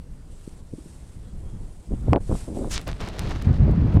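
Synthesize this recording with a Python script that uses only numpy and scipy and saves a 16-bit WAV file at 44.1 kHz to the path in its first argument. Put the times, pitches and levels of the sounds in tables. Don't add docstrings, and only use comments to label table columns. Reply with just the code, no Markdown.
import sys
import numpy as np
from scipy import signal
from scipy.fft import rfft, irfft, next_fast_len
from scipy.io import wavfile
from scipy.ndimage import uniform_filter1d, minimum_filter1d, map_coordinates

SR = 44100
rng = np.random.default_rng(int(sys.argv[2]) if len(sys.argv) > 2 else 0)


def rack_gain(trim_db):
    fader = np.asarray(trim_db, float)
    return 10 ** (fader / 20)


def unload_audio(sound):
    columns = np.transpose(np.atleast_2d(sound))
    steps = np.round(np.clip(columns, -1, 1) * 32767)
    wavfile.write(sys.argv[1], SR, steps.astype(np.int16))


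N = 176400

# freq_hz, relative_density_db_per_hz
FLOOR_SPECTRUM = [(180, -19.5), (300, -6), (700, -17), (2270, -30.5), (6000, -34.5), (9900, -34.5),
                  (15800, -50)]
FLOOR_START_DB, FLOOR_STEP_S, FLOOR_STEP_DB = -58, 2.8, -4
# start_s, end_s, start_pitch_hz
WHISTLES = [(1.23, 1.33, 3290), (1.44, 1.59, 3230)]
WHISTLE_PEAK_DB, WHISTLE_RISE_HZ_PER_S = -72, 600
# time_s, level_db
DRIFT_LEVEL = [(0, -69), (.28, -67), (.33, -61), (.49, -59), (.6, -62.5), (.62, -68), (.76, -61),
               (.85, -57.5), (1.1, -61), (1.27, -65), (2.1, -61), (2.21, -58.5), (2.33, -51.5),
               (2.37, -45.5), (2.45, -51), (2.52, -58), (2.57, -50), (2.6, -53.5), (2.68, -54.5),
               (3.0, -65.5)]
# freq_hz, relative_density_db_per_hz
SNOW_SPECTRUM = [(900, -0.5), (1500, -6.5), (4600, -6), (6400, -6), (8300, 0.5), (9800, -4), (13200, -20.5),
                 (15800, -44)]
# time_s, level_db, centre_hz
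SWISH = [(2.69, -58, 9200), (2.712, -34, 9100), (2.74, -30, 6800), (2.77, -33, 3650), (2.8, -51, 2590),
         (2.83, -61, 2550)]
SWISH_WIDTH_OCTAVES, SWISH_SKIRT_DB = 0.55, 1.5
# freq_hz, gain_db
HOUSING_LOSS = [(20, 0), (7000, 0), (16000, -16)]
# time_s, peak_db, pitch_hz
TICKS = [(2.1606, -9.5, 1560), (2.5865, -33, 8100), (2.7789, -8.5, 3520), (2.8146, -25, 7000),
         (2.879, -19, 7500), (2.9155, -23, 3500), (2.9305, -22.5, 2310), (3.0875, -21.5, 4870),
         (3.1935, -11, 5400), (3.2939, -30, 6000), (3.4235, -23.5, 6000), (3.7136, -32.5, 5900),
         (3.942, -34.5, 6000)]
# time_s, level_db
BRUSH_LEVEL = [(2.79, -39.5), (2.862, -55), (2.874, -29.5), (2.93, -48.5), (2.992, -48.5), (3.005, -30.5),
               (3.04, -37), (3.09, -35), (3.115, -45), (3.19, -36), (3.27, -38), (3.31, -34.5),
               (3.34, -39.5), (3.41, -40.5), (3.5, -49.5), (3.55, -42), (3.65, -50), (4, -48.5)]
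# freq_hz, relative_density_db_per_hz
GRIT_SPECTRUM = [(240, 3), (700, -4.5), (1430, -9.5), (4270, -17.5), (6500, -27), (11400, -42.5),
                 (15800, -57)]
GRAINS_PER_S, GRAIN_SPREAD_DB, GRAIN_RE_RUSH_DB = 500, 2.6, -9
# start_s, length_s, level_db, top_hz
PUFFS = [(0.725, 0.037, -41, 316), (0.776, 0.034, -41, 295), (0.854, 0.02, -41.5, 310),
         (1.904, 0.056, -28.5, 334), (2.134, 0.0084, -10.5, 620), (2.142, 0.015, -13, 627),
         (2.165, 0.021, -15.5, 600), (2.288, 0.089, -28, 394), (2.472, 0.076, -33.5, 430),
         (2.542, 0.18, -31.5, 474), (3.676, 0.032, -26, 493), (3.965, 0.03, -21, 410)]
PUFF_LOW_HZ, PUFF_SKEW = 126, 0.54
PUFF_LUMPS_DB, PUFF_LUMP_S = 5, .002
# time_s, peak_db, width_ms
SLAPS = [(.478, -22.5, 0.83), (0.7375, -21.5, 0.85), (1.921, -24.5, 0.53), (2.084, -14.5, 0.54),
         (2.1327, 2, .27), (2.1611, 1, .55), (2.1643, 0, .4), (2.2963, -17.5, 0.57), (2.315, -17, 0.35),
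         (2.324, -20, 0.31), (2.353, -22, 0.32), (2.646, -21.5, 0.31)]
# time_s, peak_db, width_ms
PULL = (2.1277, -7.5, .75)
# time_s, level_db
WIND_LEVEL = [(0, -36.5), (.43, -42), (.9, -42.5), (.99, -32.5), (1.05, -41), (1.55, -31.5), (1.83, -39),
              (1.93, -28), (2.02, -29), (2.08, -22.5), (2.17, -18.5), (2.19, -26.5), (2.26, -36),
              (2.32, -23.5), (2.4, -32), (2.52, -31.5), (3.15, -33), (3.22, -24.5), (3.455, -25.5),
              (3.475, -14.5), (3.57, -20), (3.7, -14), (3.89, -17), (4, -11.5)]
# freq_hz, relative_density_db_per_hz
LIGHT_SPECTRUM = [(8.8, -46), (15, -3), (65, -8.5), (196, -21), (299, -31), (3000, -65.5), (6600, -120)]
# freq_hz, relative_density_db_per_hz
STRONG_SPECTRUM = [(9, -50), (15, -21), (59, 3), (151, -0.5), (330, -18), (500, -26.5), (1500, -41),
                   (5000, -62), (11000, -120)]
LIGHT_DB, STRONG_DB = -30, -17
DUCK_ABOVE_PEAK, DUCK_DB, DUCK_HOLD_S, CLIP_PEAK = .85, -8, .038, .71


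def unit(x):
    return x / np.sqrt(np.mean(x ** 2) + 1e-20)


def curve(rows, column=1):
    cols = np.transpose(rows)
    return np.interp(np.arange(N) / SR, cols[0], cols[column], left=-120, right=-120)


def wobble(knots_per_s):
    knots = rng.standard_normal(int(N * knots_per_s / SR) + 4)
    return map_coordinates(knots, [np.arange(N) * knots_per_s / SR])


def coloured(x, spectrum):
    m = next_fast_len(N + 8192)
    f, db = np.transpose(spectrum)
    gain_db = np.interp(np.log(np.fft.rfftfreq(m, 1 / SR) + 1), np.log(f), db)
    return irfft(rfft(x, m) * rack_gain(gain_db), m)[:N]


def rush(spectrum, patchy_db):
    z = signal.stft(rng.standard_normal(N), nperseg=512)[2]
    field = uniform_filter1d(rng.standard_normal(z.shape), size=8, axis=0)
    field = uniform_filter1d(field, size=8, axis=1)
    patchy = signal.istft(z * rack_gain(patchy_db * unit(field)), nperseg=512)[1][:N]
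    return unit(coloured(patchy, spectrum))


def add(out, s, x):
    part = out[round(s * SR):][:len(x)]
    part += x[:len(part)]


def whistles():
    t = np.arange(N) / SR
    out = np.zeros(N)
    for start_s, end_s, start_hz in WHISTLES:
        level = rack_gain(WHISTLE_PEAK_DB + 1.5 * wobble(20))
        fade = np.clip(np.minimum(t - start_s, end_s - t) * 100, 0, 1)
        pitch_hz = start_hz + WHISTLE_RISE_HZ_PER_S * (t - start_s)
        out += level * fade * np.sin(2 * np.pi * np.cumsum(pitch_hz) / SR)
    return out


def background():
    t = np.arange(N) / SR
    level_db = FLOOR_START_DB + FLOOR_STEP_DB * (t > FLOOR_STEP_S)
    return rack_gain(level_db) * rush(FLOOR_SPECTRUM, patchy_db=2.3) + whistles()


def grains():
    hits = rng.random(N) < GRAINS_PER_S / SR
    size = rack_gain(GRAIN_SPREAD_DB * rng.exponential(size=N))
    return hits * size * rng.choice([-1, 1], N)


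def drift():
    hiss = rack_gain(1.2 * wobble(150)) * rush(SNOW_SPECTRUM, patchy_db=1.3)
    crystals = rack_gain(GRAIN_RE_RUSH_DB) * unit(coloured(grains(), SNOW_SPECTRUM))
    return rack_gain(curve(DRIFT_LEVEL)) * (hiss + crystals)


def swish():
    hz, t, z = signal.stft(rng.standard_normal(N), SR, nperseg=256)
    s, _, centre_hz = np.transpose(SWISH)
    octaves = np.log2((hz[:, None] + 1) / np.interp(t, s, centre_hz))
    band = np.exp(-(octaves / SWISH_WIDTH_OCTAVES) ** 2 / 2)
    shape = band + rack_gain(SWISH_SKIRT_DB) / (1 + 4 ** octaves)
    shape = shape / np.sqrt(np.mean(shape ** 2, axis=0))
    noise = unit(signal.istft(z * shape, SR, nperseg=256)[1][:N])
    return coloured(rack_gain(curve(SWISH) + 1.1 * wobble(140)) * noise, HOUSING_LOSS)


def ticks():
    out, t = np.zeros(N), np.arange(-40, 40) / SR
    for s, peak_db, hz in TICKS:
        pulse = np.exp(-17 * (hz * t) ** 2) * np.cos(2 * np.pi * hz * t)
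        add(out, s + t[0], -rack_gain(peak_db) * pulse)
    return out


def brushing():
    grit = grains()
    edges = np.diff(grit, prepend=0) + 0.3 * grit
    sharp = rack_gain(GRAIN_RE_RUSH_DB) * unit(coloured(edges, GRIT_SPECTRUM))
    scratch = rack_gain(2.9 * wobble(120)) * rush(GRIT_SPECTRUM, patchy_db=0.5)
    return rack_gain(curve(BRUSH_LEVEL)) * (scratch + sharp)


def puffs():
    out = np.zeros(N)
    high = signal.butter(1, PUFF_LOW_HZ, "high", fs=SR, output="sos")
    for s, length_s, level_db, top_hz in PUFFS:
        low = signal.butter(2, top_hz, fs=SR, output="sos")
        u = np.linspace(0, 1, round(length_s * SR))
        noise = rng.standard_normal(len(u)) * np.sin(np.pi * u ** PUFF_SKEW)
        lumps = np.repeat(rng.standard_normal(100), round(PUFF_LUMP_S * SR))[:len(u)]
        padded = np.pad(noise * rack_gain(PUFF_LUMPS_DB * lumps), (0, 3 * len(u)))
        flutter = signal.sosfilt(np.vstack([low, low, high]), padded)
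        add(out, s, rack_gain(level_db) / 2 * unit(flutter))
    return out


def slaps():
    out = np.zeros(N)
    for (s, peak_db, width_ms), way in [(slap, -1) for slap in SLAPS] + [(PULL, 1)]:
        u = np.arange(-300, 300) / SR * 1000 / width_ms
        pulse = (1 - 0.58 * u ** 2) * np.exp(-u ** 2 / 2)
        add(out, s - 300 / SR, way * rack_gain(peak_db) * pulse)
    return out


def rumble():
    db = curve(WIND_LEVEL)
    share = np.clip((db - LIGHT_DB) / (STRONG_DB - LIGHT_DB), 0, 1)
    light = unit(rack_gain(1.9 * wobble(25.98)) * rush(LIGHT_SPECTRUM, patchy_db=2.0))
    strong = unit(rack_gain(1.4 * wobble(25)) * rush(STRONG_SPECTRUM, patchy_db=1.5))
    return rack_gain(db) * (np.sqrt(1 - share) * light + np.sqrt(share) * strong)


def scene():
    snow = drift() + swish() + brushing()
    wind = puffs() + slaps() + rumble()
    return (background() + snow + ticks() + wind)[None]


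def roll_off(x):
    return signal.sosfilt(signal.butter(12, 15910, fs=SR, output="sos"), x)


def record(dry):
    hold = round(DUCK_HOLD_S * SR)
    calm = minimum_filter1d(1. * (np.abs(dry) < DUCK_ABOVE_PEAK), hold)
    calm = uniform_filter1d(calm, size=45)
    delay = hold // 2 + 45
    calm = np.pad(calm, ((0, 0), (delay, 0)), constant_values=1)[:, :N]
    ducked = dry * rack_gain(DUCK_DB * (1 - calm))
    return roll_off(np.clip(ducked, -CLIP_PEAK, CLIP_PEAK))


dry = scene()
out = record(dry)
unload_audio(out)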